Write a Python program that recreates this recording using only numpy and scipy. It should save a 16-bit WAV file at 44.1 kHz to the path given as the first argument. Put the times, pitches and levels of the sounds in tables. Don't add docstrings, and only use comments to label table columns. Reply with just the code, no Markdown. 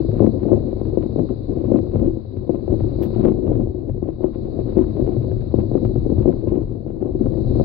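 import sys
import numpy as np
from scipy import signal
from scipy.fft import rfft, irfft
from scipy.io import wavfile
from scipy.ndimage import uniform_filter1d, minimum_filter1d

SR = 44100
rng = np.random.default_rng(int(sys.argv[2]) if len(sys.argv) > 2 else 0)


def to_wav(sig):
    pcm = np.clip(np.atleast_2d(sig), -1, 1) * 32767
    pcm = np.round(pcm).astype(np.int16)
    wavfile.write(sys.argv[1], SR, pcm.T)


N = 337227

# t/s, boom level/dB, dash shake level/dB, grit level/dB
ROUGHNESS = [(0.0, -24.5, -24, -55.5), (0.78, -28, -27.5, -58.5), (0.93, -26.5, -27, -56.5),
             (1.36, -28.5, -33, -64.5), (1.91, -27.5, -29.5, -59.5), (2.19, -32.5, -33.5, -65),
             (2.52, -32.5, -32, -63.5), (2.89, -26, -29, -57.5), (3.42, -26.5, -26, -59),
             (3.73, -31, -32, -66.5), (4.2, -33, -34.5, -64.5), (4.73, -25.5, -26.5, -59),
             (5.14, -25, -28.5, -57), (5.92, -25, -27.5, -62), (6.13, -24.5, -26.5, -58),
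             (6.88, -31.5, -34, -66.5), (7.49, -22.5, -25, -56), (7.62, -24, -25, -56)]
# t/s, level/dB
SPRAY_LEVEL = [(0, -61), (.5, -66), (1.3, -65), (1.8, -67), (2.45, -70), (2.85, -62.5), (3.2, -61.5),
               (3.4, -70), (4.05, -75.5), (4.4, -66), (4.75, -65), (5.4, -65), (5.95, -64), (6.4, -68),
               (6.95, -76), (7.45, -62), (7.65, -59)]
# t/s, level/dB, thud relative to that level/dB
IMPACTS = [(0.203, -4.5, -21), (0.223, -6.5, -19), (0.243, -8, -18), (0.269, -13, -18), (0.43, -16, -15),
           (0.516, -4, -3), (0.53, -9, -10), (0.728, -16, 0), (0.813, -12, -2), (0.972, -3.5, -22),
           (1.159, -11.5, -19), (1.191, -11.5, -17), (1.64, -16, -10), (1.717, -2.5, -16), (1.742, -6, -18),
           (1.757, -7, -18), (1.786, -14, -18), (1.956, -10, -19), (2.493, -8, -11), (2.545, -15, -15),
           (2.678, -13, -12), (2.806, -15.5, 10), (3.034, -13.5, -23.5), (3.16, -17.5, -18),
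           (3.247, -6, -15.5), (3.252, 0, -20), (3.264, -7, -15), (3.285, -10, -15), (3.317, -14, -15),
           (3.479, -14, -12), (3.671, -18.5, -10), (3.896, -20.5, 6), (4.025, -16, -7), (4.087, -14.5, -16),
           (4.206, -18, -7), (4.242, -4.5, -16), (4.589, -14, -12), (4.768, -9, -26), (4.789, -8.5, -29.5),
           (4.968, -20, -14), (5.075, -12, -15), (5.165, -17, -12), (5.315, -17, -8), (5.54, -3.5, -16),
           (5.586, -11.5, -11), (5.714, -13, -2.5), (5.752, -7, -8), (5.849, -13, -6), (5.958, -13.5, -9),
           (6.179, -16, -13.5), (6.256, -7, -16), (6.278, -9, -16), (6.863, -20, 4), (6.902, -20, -12),
           (7.025, -13.5, -11), (7.267, -14, -12), (7.597, -7, -20), (7.61, -9, -20)]


def undb(db):
    return 10 ** (np.asarray(db) / 20)


def curves(table):
    times, *columns = np.transpose(table)
    return [np.interp(np.arange(N) / SR, times, column) for column in columns]


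def walk(rate_hz):
    hold = int(SR / rate_hz)
    steps = np.repeat(rng.standard_normal(N // hold + 1), hold)
    return 1.3 * uniform_filter1d(uniform_filter1d(steps, hold), hold)[:N]


def through(x, path, ring=1, size=16384):
    # f/Hz, bandwidth/Hz, lift left/dB, right/dB
    modes = [(35, 68, 7.5, 8), (45.5, 29, 0, 0), (83.5, 4, 3.5, 8), (109.2, 78, 8.5, 5),
             (158.9, 10, 8.5, 4), (215, 8.6, 10.5, 4), (252, 7.7, 5, 11), (326.5, 11, 8, -0.5),
             (366.4, 30, 9.5, 0.5), (417, 24, -1, 2.5), (535.7, 84, 6, -1), (704.6, 160, 6.5, -2),
             (719, 35, -2.5, 8.5), (1047, 62, 6, 4.5), (2100, 140, 1.5, 1.5)]
    hz = np.arange(size // 2 + 1) * SR / size + 1
    path_hz, *sides = np.transpose(path)
    lift = sum(np.outer(db, 1 / (1 + (2 * (hz - f) / width) ** 2)) for f, width, *db in modes)
    colour = np.array([np.interp(np.log(hz), np.log(path_hz), db, left=-90, right=-150) for db in sides])
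    cepstrum = irfft(np.log(undb(colour + ring * lift)))
    fold = np.where(np.arange(size) < size // 2, 2., 0.)
    fold[0] = 1
    response = irfft(np.exp(rfft(cepstrum * fold)))[:, :size // 2]
    response *= np.hanning(size)[size // 2:]
    response /= np.sqrt(np.sum(response.mean(axis=0) ** 2))
    return signal.fftconvolve(x, response, axes=1)[:, :N]


def pair(correlation):
    a, b = rng.standard_normal((2, N))
    return np.array([a, correlation * a + np.sqrt(1 - correlation ** 2) * b])


def bursts(times, level_db, decay_s, rise_s=1e-5):
    envelope = np.zeros(N)
    for onset, db, decay in np.broadcast(times, level_db, decay_s):
        i = int(onset * SR)
        t = np.arange(1, min(int(6 * decay * SR) + 2, N - i + 1)) / SR
        envelope[i:i + len(t)] += undb(db) * np.exp(-t / decay) * (1 - np.exp(-t / rise_s))
    return envelope


def lumps(rate_hz, spread_db, decay_s):
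    when, size = rng.random((int(rate_hz * N / SR), 2)).T
    envelope = .5 + bursts(when * N / SR, -spread_db * np.log(size + 1e-6), decay_s)
    return envelope / np.sqrt(np.mean(envelope ** 2))


def cabin_boom():
    # t/s, level/dB, decay time/s
    low_bumps = [(0.059, -21.5, .04), (.5, -18, .04), (.86, -21, 0.032), (1.928, -19, .05), (2.0, -17, .05),
                 (2.36, -20.5, .02), (2.688, -16.5, .03), (2.8, -12.5, 0.031), (3.139, -20, 0.052),
                 (3.457, -17.5, 0.044), (3.62, -21.5, 0.019), (3.89, -21, 0.028), (5.0, -18, .03),
                 (5.3, -21, .04), (5.569, -20, 0.037), (5.825, -17.5, 0.027), (5.949, -16, 0.041),
                 (6.11, -18.5, 0.054), (6.46, -19, 0.038), (6.58, -23, 0.028), (7.128, -20.5, .03),
                 (7.527, -15.5, 0.053)]
    # f/Hz, left/dB, right/dB
    path = [(16.1, -19, -17), (29.6, -1.5, -3.5), (60, -5, -9), (121.6, 0.5, -6.5), (173, -15, -19.5),
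            (282, -30.5, -33), (540, -61.5, -64.5)]
    times, level_db, thud_db = np.transpose(IMPACTS)
    rolling = undb(curves(ROUGHNESS)[0] + 1.5 * walk(12))
    bumps = bursts(*np.transpose(low_bumps), rise_s=.015)
    thuds = bursts(times, level_db + thud_db - 5.5, decay_s=.0035)
    return through((rolling + bumps + thuds) * pair(.82), path)


def wiper_gains():
    # t/s, sweeps done, judder/dB, scrape/dB
    sweeps = [(-.535, 0, -16, -46), (.225, .5, -15, -46.5), (.52, .69, -13, -44), (.972, 1, -16, -46),
              (1.74, 1.5, -13, -45), (2.0, 1.69, -13, -45), (2.493, 2, -18, -47), (3.26, 2.5, -12, -42),
              (3.52, 2.69, -14, -45), (4.025, 3, -20, -48), (4.785, 3.5, -16, -46), (5.04, 3.69, -17, -45),
              (5.54, 4, -16, -46), (6.275, 4.5, -14, -45), (6.53, 4.69, -15, -46.5), (7, 5, -19, -49),
              (7.79, 5.5, -14, -45)]
    # phase/cycles, judder/dB, scrape/dB
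    stroke = [(0, -24, -18), (.008, -4, -7), (.025, -10, -14), (.04, -7, -3), (.065, -18, -20),
              (.11, -28, -26), (.125, -9, -9.5), (.147, -3, -5), (.175, -18, -18), (.215, -11, -6),
              (.24, -20, -24), (.3, -20, -20), (.36, -11, -14), (.42, -13, -9), (.475, -10, -7), (.5, 0, 0),
              (.525, -5, -4), (.545, -18, -20), (.61, -20, -19), (.65, -6, -7), (.7, -5, -8),
              (.745, -10, -9), (.79, -26, -26), (.905, -30, -30), (.922, -14, -9.5), (.94, -30, -28),
              (1, -24, -18)]
    done, *sweep_db = curves(sweeps)
    phase, *stroke_db = np.transpose(stroke)
    return [undb(np.interp(done % 1, phase, shape) + db) for shape, db in zip(stroke_db, sweep_db)]


def dash_judder(wiper_gain):
    # f/Hz, left/dB, right/dB
    path = [(64.8, -35.5, -31.5), (135, -11, -15.5), (217, -2, -15.5), (314, 2, -16), (414, -4, -16.5),
            (613, -16.5, -26.5), (838, -28, -36.5), (1130, -47.5, -45), (1910, -73, -78.5)]
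    shake = np.hypot(undb(curves(ROUGHNESS)[1]), wiper_gain)
    return through(shake * lumps(140, .27, .006) * pair(.7), path)


def blade_scrape(wiper_gain):
    # f/Hz, left/dB, right/dB
    path = [(480, -15.5, -23.5), (961, -7.5, -10), (1340, -16, -21), (1690, -25.5, -26.5),
            (2650, -24.5, -33.5), (3780, -33.5, -41.5), (4530, -38, -44.5), (5500, -59, -65.5)]
    grit = np.hypot(undb(curves(ROUGHNESS)[2]), wiper_gain)
    return through(grit * lumps(300, .5, .005) * pair(.071), path)


def tyre_crunch():
    # f/Hz, left/dB, right/dB
    path = [(490, -10.5, -16), (1000, -3.5, -5), (1570, -15, -14), (2500, -19.5, -22.5), (3500, -24, -33),
            (4800, -31.5, -40), (5600, -58.5, -62.5)]
    level_db = .62 * curves(SPRAY_LEVEL)[0] - 25.5 + 1.1 * walk(36)
    return through(undb(level_db) * pair(.19), path)


def snow_spray():
    # f/Hz, left/dB, right/dB
    hiss_path = [(2870, -30.5, -43), (3490, -13, -27), (3860, 2.5, -27), (4780, -7, -28),
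                 (5290, -22.5, -42), (5700, -54.5, -62)]
    # t/s, level/dB
    swish_level = [(0, -89), (.4, -94), (1.3, -96.5), (2.1, -99), (2.6, -102), (2.8, -90), (3.05, -83),
                   (3.3, -91.5), (3.7, -101), (4.4, -103), (4.7, -88), (5.05, -90.5), (5.3, -99),
                   (6.2, -97.5), (6.5, -103), (7.1, -103), (7.4, -92.5), (7.65, -89)]
    # f/Hz, left/dB, right/dB
    swish_path = [(9500, -39.5, -36.5), (11000, -20.5, -15.5), (12500, -4.5, 0), (14000, -15.5, -9),
                  (15500, -9.5, -1.5), (17000, -12, -5.5), (20000, -60, -60)]
    hiss = undb(curves(SPRAY_LEVEL)[0] + .59 * walk(25)) * pair(.2)
    swish = undb(curves(swish_level)[0] + 2.5 * walk(30)) * pair(.6)
    return through(hiss, hiss_path, ring=0) + through(swish, swish_path, ring=0)


def ticks_and_crack():
    # t/s, level/dB
    ticks = [(0.114, -42.5), (0.148, -41), (0.193, -32), (0.263, -32.5), (0.399, -43), (0.43, -40),
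             (0.521, -37), (0.851, -43.5), (1.024, -36), (1.193, -36.5), (1.288, -41), (1.716, -33),
             (1.757, -32.5), (1.786, -35.5), (1.957, -38), (1.992, -40), (2.061, -45), (2.367, -45.5),
             (2.544, -43), (2.676, -41.5), (2.707, -43), (2.801, -37), (3.02, -37), (3.209, -38.5),
             (3.247, -25), (3.252, -20), (3.284, -38.5), (3.317, -39), (3.476, -40.5), (3.527, -40),
             (3.553, -43), (3.893, -45.5), (4.086, -42.5), (4.236, -37.5), (4.26, -40), (4.687, -44),
             (4.783, -33), (4.81, -45), (4.84, -39), (5.072, -41), (5.165, -45), (5.313, -39.5),
             (5.41, -44), (5.591, -38), (5.752, -38), (5.775, -37), (5.849, -33), (5.956, -39.5),
             (6.002, -47), (6.098, -39), (6.201, -43), (6.226, -40), (6.277, -38), (6.325, -39),
             (6.902, -45), (7.023, -42), (7.261, -43), (7.337, -41), (7.371, -43.5), (7.598, -39)]
    # f/Hz, left/dB, right/dB
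    path = [(510, -7, -18.5), (910, 3.5, -5), (1320, -3, -11), (1970, -13, -22), (2960, -17.5, -26.5),
            (4200, -23.5, -30.5), (5500, -48, -51)]
    times, level_db = np.transpose(ticks)
    scrape = bursts(times, level_db, decay_s=.003, rise_s=.0013) * pair(.55)
    pulse = bursts(times + .001, level_db + 4, decay_s=.00008)
    return through(scrape + pulse, path)


def dash_knocks():
    # f/Hz, left/dB, right/dB
    path = [(79.4, -27.5, -37), (215, -3, -16.5), (320, 3.5, -15), (487, -4, -23), (760, -17.5, -25.5),
            (1210, -35, -38.5), (1770, -63, -63.5)]
    times, level_db, _ = np.transpose(IMPACTS)
    contact = bursts(times, level_db + 2.5, decay_s=.00019)
    chatter = bursts(times, level_db - 7, decay_s=.0064, rise_s=.0021) * pair(.7)
    return through(contact + chatter, path)


def snow_spits():
    # t/s, level/dB, decay time/s
    spits = [(3.02, -42.5, 0.014), (3.095, -76, .02), (3.565, -74, 0.01), (5.007, -58, 0.0084)]
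    # f/Hz, left/dB, right/dB
    path = [(1200, 2.5, -4), (2500, 0.5, -2.5), (4370, -5.5, -3.5), (5500, -9, -19.5), (10000, -30.5, -23),
            (11300, -17, -11), (12700, -1, 3), (14000, -12.5, -10), (15600, -3, -4), (17000, -8.5, -4),
            (20000, -60, -60.5)]
    times, level_db, decay_s = np.transpose(spits)
    envelope = uniform_filter1d(bursts(times + .007, level_db, decay_s), size=700)
    return through(envelope * pair(.85), path, ring=0)


def scene():
    judder_gain, scrape_gain = wiper_gains()
    bed = cabin_boom() + dash_judder(judder_gain) + blade_scrape(scrape_gain)
    return bed + tyre_crunch() + snow_spray() + ticks_and_crack() + dash_knocks() + snow_spits()


def record(dry):
    self_noise_db, cutoff_hz = -96, 15750
    x = dry + undb(self_noise_db) * pair(.21)
    safe_gain = np.minimum(1, 1 / (np.abs(x).max(axis=0) + 1e-9))
    held_gain = minimum_filter1d(safe_gain, size=801)
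    gain = uniform_filter1d(uniform_filter1d(held_gain, size=400), size=400)
    lowpass = signal.ellip(8, .2, 70, cutoff_hz, fs=SR, output="sos")
    return signal.sosfilt(lowpass, np.clip(x * gain, -.996, .996))


dry = scene()
out = record(dry)
to_wav(out)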